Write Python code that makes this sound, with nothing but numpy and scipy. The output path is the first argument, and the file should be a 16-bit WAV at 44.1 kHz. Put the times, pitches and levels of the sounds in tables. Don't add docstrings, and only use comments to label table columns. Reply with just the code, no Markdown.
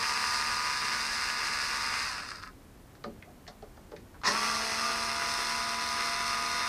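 import sys
import numpy as np
from scipy import signal
from scipy.fft import rfft, irfft, next_fast_len
from scipy.io import wavfile
from scipy.ndimage import uniform_filter1d, map_coordinates

SR = 44100
rng = np.random.default_rng(int(sys.argv[2]) if len(sys.argv) > 2 else 0)


def materialize(psi):
    bounded = np.clip(np.atleast_2d(psi).T, -1, 1)
    quanta = np.round(bounded * 32767).astype(np.int16)
    wavfile.write(sys.argv[1], SR, quanta)


N = 294588

TEETH, SIDEBAND, GEARING = 16, 13, 3
FREE_RATE, LOAD_SAG = 76.6, 1.3
LOAD_RATTLE_DB, LOAD_CHATTER_DB = 1.8, 1.5
COAST_RATTLE_DB, COAST_CHATTER_DB = -9.5, -22
UNPOWERED_DB, CUT_S = -0.5, 0.02
SPIN_UP_S, SETTLE_S = 0.027, 0.072

# t/s, planet gear turns per s
SPEED = [
    [(0, 75.65), (.2, 75.9), (.42, 76.3), (.54, 76.15), (.68, 76.7), (1.1, 76.45), (1.4, 76.7),
     (1.72, 76.5), (2.04, 76.7)],
    [(4.33, 71), (4.39, 72.3), (4.46, 73), (4.76, 74.6), (5.02, 75.72), (5.36, 76.45), (5.5, 76.2),
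     (5.66, 76.5), (5.85, 76.4), (6.3, 76.72)],
]
# t/s, level/dB, width/s
LURCHES = [(1.36, -3, .02), (2.30, 2.5, 0.022), (2.413, -8, 0.0084), (4.277, 5.5, .022), (4.45, 2, .03),
           (5.17, -1, .05), (5.42, 1.5, .035)]
# f/Hz, relative level/dB per Hz on the first screw, on the second
CASE = [(90, -21, -34), (162, -28.5, -21.5), (410, -14, -11), (595, -14.5, -13.5), (840, -11, -10.5),
        (1014, -4, -4.5), (1200, -3, 1), (1630, -2, -5), (2010, -2.5, -2.5), (2270, -6.5, -8),
        (2680, -3, -4), (3106, -16, -17.5), (3380, -15, -15.5), (5700, -70, -68)]
# f/Hz, relative level/dB per Hz on the first screw, on the second
STEEL = [(2020, -48.5, -27), (3090, -28, -13.5), (3710, -6, -5.5), (3940, -9, -10), (4180, -1, 1.5),
         (4560, -3, -4), (4830, 3, -1), (5320, -1.5, 2), (5830, -8.5, -6), (7370, -17, -19),
         (8230, -11.5, -11), (10800, -21.5, -18.5), (12000, -35, -28), (15000, -39, -45)]
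# f/Hz, relative level/dB per Hz
FAN = [(300, -30), (3000, -32), (6000, 8), (7200, -7.5), (8300, -3.5), (10500, -8), (12000, -12.5),
       (15000, -12)]


def drill(screw, start, release, stop, rattle_db, chatter_db, fan_db, whine_db, ease_db_per_s):
    t = clock()
    running = np.maximum(t - start, 0)
    speed, = curves(SPEED[screw])
    load = np.tanh(np.maximum(FREE_RATE - speed, 0) / LOAD_SAG)
    coast = np.clip((stop - t) / (stop - release), 0, 1)
    spin = coast * (1 - np.exp(-running / SPIN_UP_S))
    turns = np.cumsum(speed * spin * (1 + 0.0005 * wobble(14))) / SR
    moving = np.clip(running / 0.006, 0, 1) * np.clip((stop - t) / SETTLE_S, 0, 1)
    unpowered = np.clip((t - release) / CUT_S, 0, 1)

    lurch_db = sum(db * np.exp(-((t - s) / width) ** 2) for s, db, width in LURCHES)
    effort_db = lurch_db - ease_db_per_s * running + 0.4 * wobble(10)
    slowing_db = UNPOWERED_DB * unpowered + COAST_RATTLE_DB * (1 - coast)
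    rattle = amp(effort_db + LOAD_RATTLE_DB * load + slowing_db + 0.97 * wobble(30))
    chatter_change_db = LOAD_CHATTER_DB * load + COAST_CHATTER_DB * (1 - spin)
    chatter = amp(effort_db + chatter_change_db + 0.6 * wobble(22))

    def level(x):
        return x / np.sqrt(np.mean(x[spin > 0.5] ** 2))

    case_body = [(row[0], row[1 + screw]) for row in CASE]
    steel_body = [(row[0], row[1 + screw]) for row in STEEL]
    case_hits = tooth_hits(turns, scatter_db=3, throb_db=3.0, slide=0.52)
    case = ringing(case_hits + 0.042 * brushes(turns), case_body)
    steel_hits = tooth_hits(turns, scatter_db=4.5, throb_db=2.5, slide=0.7)
    steel = ringing(steel_hits + 0.38 * brushes(turns), steel_body)
    slack = filtered(case, lambda f: resonance(f, hz=1290, width=420))
    case = coast * level(case) + (1 - coast) * level(slack)

    gears = amp(rattle_db) * rattle * case + amp(chatter_db) * chatter * level(steel)
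    fan = amp(fan_db) * chatter * spin * ringing(rng.standard_normal(N), FAN)
    tones = whine(screw, speed, spin, turns, load, case_body, steel_body)
    thin_whine = amp(whine_db + UNPOWERED_DB * unpowered) * spin ** 2.2 * tones
    return moving * (room(gears, wet_db=-7.5) + fan + thin_whine)


def tooth_hits(turns, scatter_db, throb_db, slide):
    def beat(multiple):
        return np.cos(2 * np.pi * (multiple * turns + rng.random()))

    throb = beat(GEARING) + 0.9 * beat(TEETH / 9) + 0.6 * beat(2)
    throb = throb + 0.4 * beat(2 * TEETH / 9) + 0.4 * beat(1)
    at = np.flatnonzero(np.diff(np.floor(TEETH * turns + 0.12 * wobble(900))))
    scatter = amp(scatter_db * np.clip(rng.standard_normal(len(at)), -2, 2))
    blows = np.zeros(N)
    blows[at] = rng.choice([-1, 1], len(at)) * scatter
    blows /= np.sqrt(np.abs(uniform_filter1d(blows ** 2, SR // 10)) + 1e-4)
    return amp(throb_db * throb) * (blows + slide * rng.standard_normal(N))


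def brushes(turns, size=192):
    place = (GEARING * turns + 0.012 * wobble(60)) * size
    return unit(map_coordinates(rng.standard_normal(size), [place % size], mode="grid-wrap"))


# multiple of the planet rate (rounded when played),
# relative level/dB on the first screw, on the second, level/dB gained towards full load
WHINE = [(3, -59, -54.5, 7), (6, -64.5, -63, 10.5), (9, -60.5, -47, 0.5), (10, -66, -65.5, 13),
         (11, -61.5, -57, 3), (12, -49, -52.5, 5.5), (15, -46.5, -52, 5), (17, -75, -60, 2),
         (18, -65, -55, -11), (19, -46.5, -46, 1), (20, -54, -73, -12), (22, -47.5, -51, -1),
         (23, -49.5, -54, -11), (26, -50.5, -51, -11), (27, -46, -46.5, -4), (29, -49, -50, -19),
         (32, -50.5, -56, 3), (35, -59, -60.5, 7.5), (36, -53.5, -58, -13), (45, -60.5, -56.5, 3),
         (48, -55, -50, -15), (51, -59, -60, -15), (54, -56, -55, -15), (64.1, -50, -54, 4),
         (67.1, -61, -55, 4), (86, -79, -63, 11), (124, -78, -60.5, -5)]
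# t/s, relative level/dB
MESH_LEVEL = [
    [(0, -40.5), (.6, -38), (.9, -43), (1.8, -44.5), (2.04, -45)],
    [(4.33, -36), (4.42, -35), (4.57, -34), (4.65, -63), (4.75, -50), (4.86, -33.5), (4.95, -41),
     (5.5, -43.5), (6.3, -38.5)],
]
# t/s, relative level/dB
SIDEBAND_LEVEL = [
    [(0, -45), (.65, -42), (1.15, -49.5), (2.04, -53)],
    [(4.36, -38.5), (4.5, -49), (4.86, -48.5), (5.3, -41), (6.68, -42)],
]


def whine(screw, speed, spin, turns, load, case, steel, mesh_gain_db=0.47, ring_db=10):
    mesh_db, = curves(MESH_LEVEL[screw])
    sideband_db, = curves(SIDEBAND_LEVEL[screw])
    rates = np.linspace(0, np.max(speed), 300)

    def line(multiple, waver_db, blur):
        f = round(multiple) * rates
        sharp_db = ring_db * np.abs(resonance(f, hz=2550, width=180)) ** 2
        colour_db = np.maximum(along(case, f), along(steel, f)) + sharp_db
        swell = amp(np.clip(colour_db - colour_db[-1], -20, 9))
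        return np.interp(speed * spin, rates, swell) * tone(turns, round(multiple), waver_db, blur)

    partials = sum(amp(db[screw] + load_db * load) * line(multiple, waver_db=1.68, blur=0.1)
                   for multiple, *db, load_db in WHINE)
    mesh = sum(amp(db) * line(multiple, waver_db=1.5, blur=0.12)
               for multiple, db in [(TEETH, mesh_db), (SIDEBAND, sideband_db)])
    return partials + amp(mesh_gain_db) * mesh


def tone(turns, multiple, waver_db, blur):
    phase = 2 * np.pi * (multiple * turns + rng.random()) + blur * wobble(25)
    return np.sqrt(2) * amp(waver_db * wobble(9)) * np.sin(phase)


# f/Hz, width/Hz, relative level/dB
JUDDER = [(988, 160, -32.5), (1280, 240, -40), (1850, 210, -34), (4250, 1000, -36), (5270, 1500, -32)]


def judder(start=4.236, peak=4.275, length=0.029):
    t = start + np.arange(SR // 4) / SR
    swell = np.exp(-np.abs(t - peak) / length) * np.clip((t - start) / 0.014, 0, 1)
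    ring = np.zeros(len(t))
    for hz, width, db in JUDDER:
        noise = rng.standard_normal(len(t))
        ring += amp(db) * unit(filtered(noise, lambda f: resonance(f, hz, width) ** 2))
    out = np.zeros(N)
    out[round(start * SR):][:len(t)] = swell * ring
    return out


# t/s, level/dB over the first 20 ms,
# pitch of the blow f/Hz, decay time constant of the contact/s
KNOCKS = [(3.043, -40.5, 1230, 0.0043), (3.050, -43.5, 670, 0.014), (3.062, -42.5, 225, 0.032),
          (3.27, -54, 704, 0.032), (3.48, -49, 920, 0.021), (3.625, -46, 720, 0.01),
          (3.773, -54.5, 850, 0.0083), (3.919, -47, 705, 0.0081), (3.928, -44.5, 570, 0.0091),
          (4.143, -55.5, 1300, .02), (4.272, -39, 100, 0.051)]
# f/Hz, width/Hz, mean relative level/dB
DOOR = [(222, 99, -3), (360, 140, 2.5), (462, 92, 4), (591, 36, 4), (776, 110, -4), (950, 300, -21),
        (1200, 150, -10), (1430, 280, -10), (1920, 230, -26)]


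def knocks():
    out, t = np.zeros(N + SR), np.arange(SR // 4) / SR
    for s, db, hz, contact in KNOCKS:
        modes = [(c, width, amp(level + rng.normal(0, 2.2)) * rng.choice([-1, 1]))
                 for c, width, level in DOOR]

        def struck_wood(f):
            wood = sum(gain * resonance(f, c, width) for c, width, gain in modes)
            return wood * resonance(f, hz, 0.38 * hz)

        push = rng.standard_normal(len(t)) * np.exp(-t / contact)
        ring = filtered(push, struck_wood)
        out[round(s * SR):][:len(t)] += amp(db) * ring / np.std(ring[:SR // 50])
    return out[:N]


PING_HZ = 4200
# t/s, steel ping level/dB, body clack level/dB, clack pitch f/Hz, t60/s of the exciting noise
TICKS = [(2.425, -50, -58, 1400, .045), (2.952, -63, -58, 1500, .04), (3.040, -46, -46, 1740, 0.033),
         (3.225, -65, -46, 1910, 0.016), (3.467, -62, -53, 1800, .018), (3.477, -46.5, -51, 1640, 0.056),
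         (3.622, -60, -67, 1700, .04), (3.770, -64, -72, 1700, .03), (3.916, -60, -60, 1700, .04),
         (3.963, -55.5, -52.5, 1770, 0.056), (4.215, -59, -49, 1240, .026), (4.235, -45, -35, 1190, .04)]


def ticks():
    out, t = np.zeros(N + SR), np.arange(SR // 8) / SR
    for s, ping_db, clack_db, clack_hz, t60 in TICKS:
        for db, hz in [(ping_db, PING_HZ), (clack_db, clack_hz)]:
            burst = rng.standard_normal(len(t)) * amp(-60 * t / t60)
            crack = filtered(burst, lambda f: resonance(f, hz, 0.97 * hz) ** 4)
            out[round(s * SR):][:len(t)] += amp(db) * crack / np.std(crack[:SR // 200])
    return out[:N]


# f/Hz, t60/s
ROOM = [(200, 0.29), (1500, 0.15), (10000, 0.18)]


def room(x, wet_db):
    hz, t, z = signal.stft(rng.standard_normal(SR // 2), SR, nperseg=256)
    decay = amp(-60 * t / along(ROOM, hz)[:, None])
    tail = signal.istft(z * decay, SR, nperseg=256)[1]
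    delayed = np.pad(tail / np.linalg.norm(tail), (SR // 300, 0))
    return x + amp(wet_db) * signal.fftconvolve(x, delayed)[:N]


# f/Hz, relative level/dB per Hz
AIR = [(8, -45), (20, -17), (30, -3), (50, -5), (90, -4.5), (135, -10), (250, -10.5), (420, -17),
       (700, -20.5), (1600, -27), (3200, -34), (6500, -36.5), (15000, -39)]


def air(level_db=-52.5):
    return amp(level_db) * ringing(rng.standard_normal(N), AIR)


def amp(db):
    return 10 ** (np.asarray(db) / 20)


def unit(x):
    return x / np.sqrt(np.mean(x ** 2) + 1e-20)


def clock():
    return np.arange(N) / SR


def along(points, hz):
    f, v = np.transpose(points)[:2]
    return np.interp(np.log(hz + 1), np.log(f + 1), v)


def curves(rows):
    s, *cols = np.transpose(rows)
    return [np.interp(clock(), s, c) for c in cols]


def wobble(rate):
    knots = rng.standard_normal(int(N * rate / SR) + 4)
    coarse = np.arange(0, N, 32)
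    return np.interp(np.arange(N), coarse, map_coordinates(knots, [coarse * rate / SR]))


def filtered(x, response):
    m = next_fast_len(len(x) + SR // 4)
    return irfft(rfft(x, m) * response(np.fft.rfftfreq(m, 1 / SR)), m)[:len(x)]


def resonance(f, hz, width):
    return 1j * f * width / (hz * hz - f * f + 1j * f * width)


def ringing(x, spectrum, size=4096):
    hz = np.fft.rfftfreq(size, 1 / SR)
    cepstrum = irfft(np.log(amp(along(spectrum, hz)) + 1e-6))
    cepstrum[1:size // 2] *= 2
    cepstrum[size // 2 + 1:] = 0
    return unit(signal.fftconvolve(x, irfft(np.exp(rfft(cepstrum))))[:N])


def scene():
    first = drill(0, start=-0.51, release=2.04, stop=2.54, rattle_db=-36.0, chatter_db=-36.0,
                  fan_db=-45.0, whine_db=-1.0, ease_db_per_s=0.91)
    second = drill(1, start=4.235, release=7, stop=8, rattle_db=-38.0, chatter_db=-38.5,
                   fan_db=-47, whine_db=-1.0, ease_db_per_s=0.02)
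    contacts = knocks() + ticks() + amp(2.5) * judder()
    return (first + second + room(contacts, wet_db=-5.5) + air())[None]


def record(dry, top_hz=14950):
    return filtered(dry[0], lambda hz: hz < top_hz)[None]


dry = scene()
out = record(dry)
materialize(out)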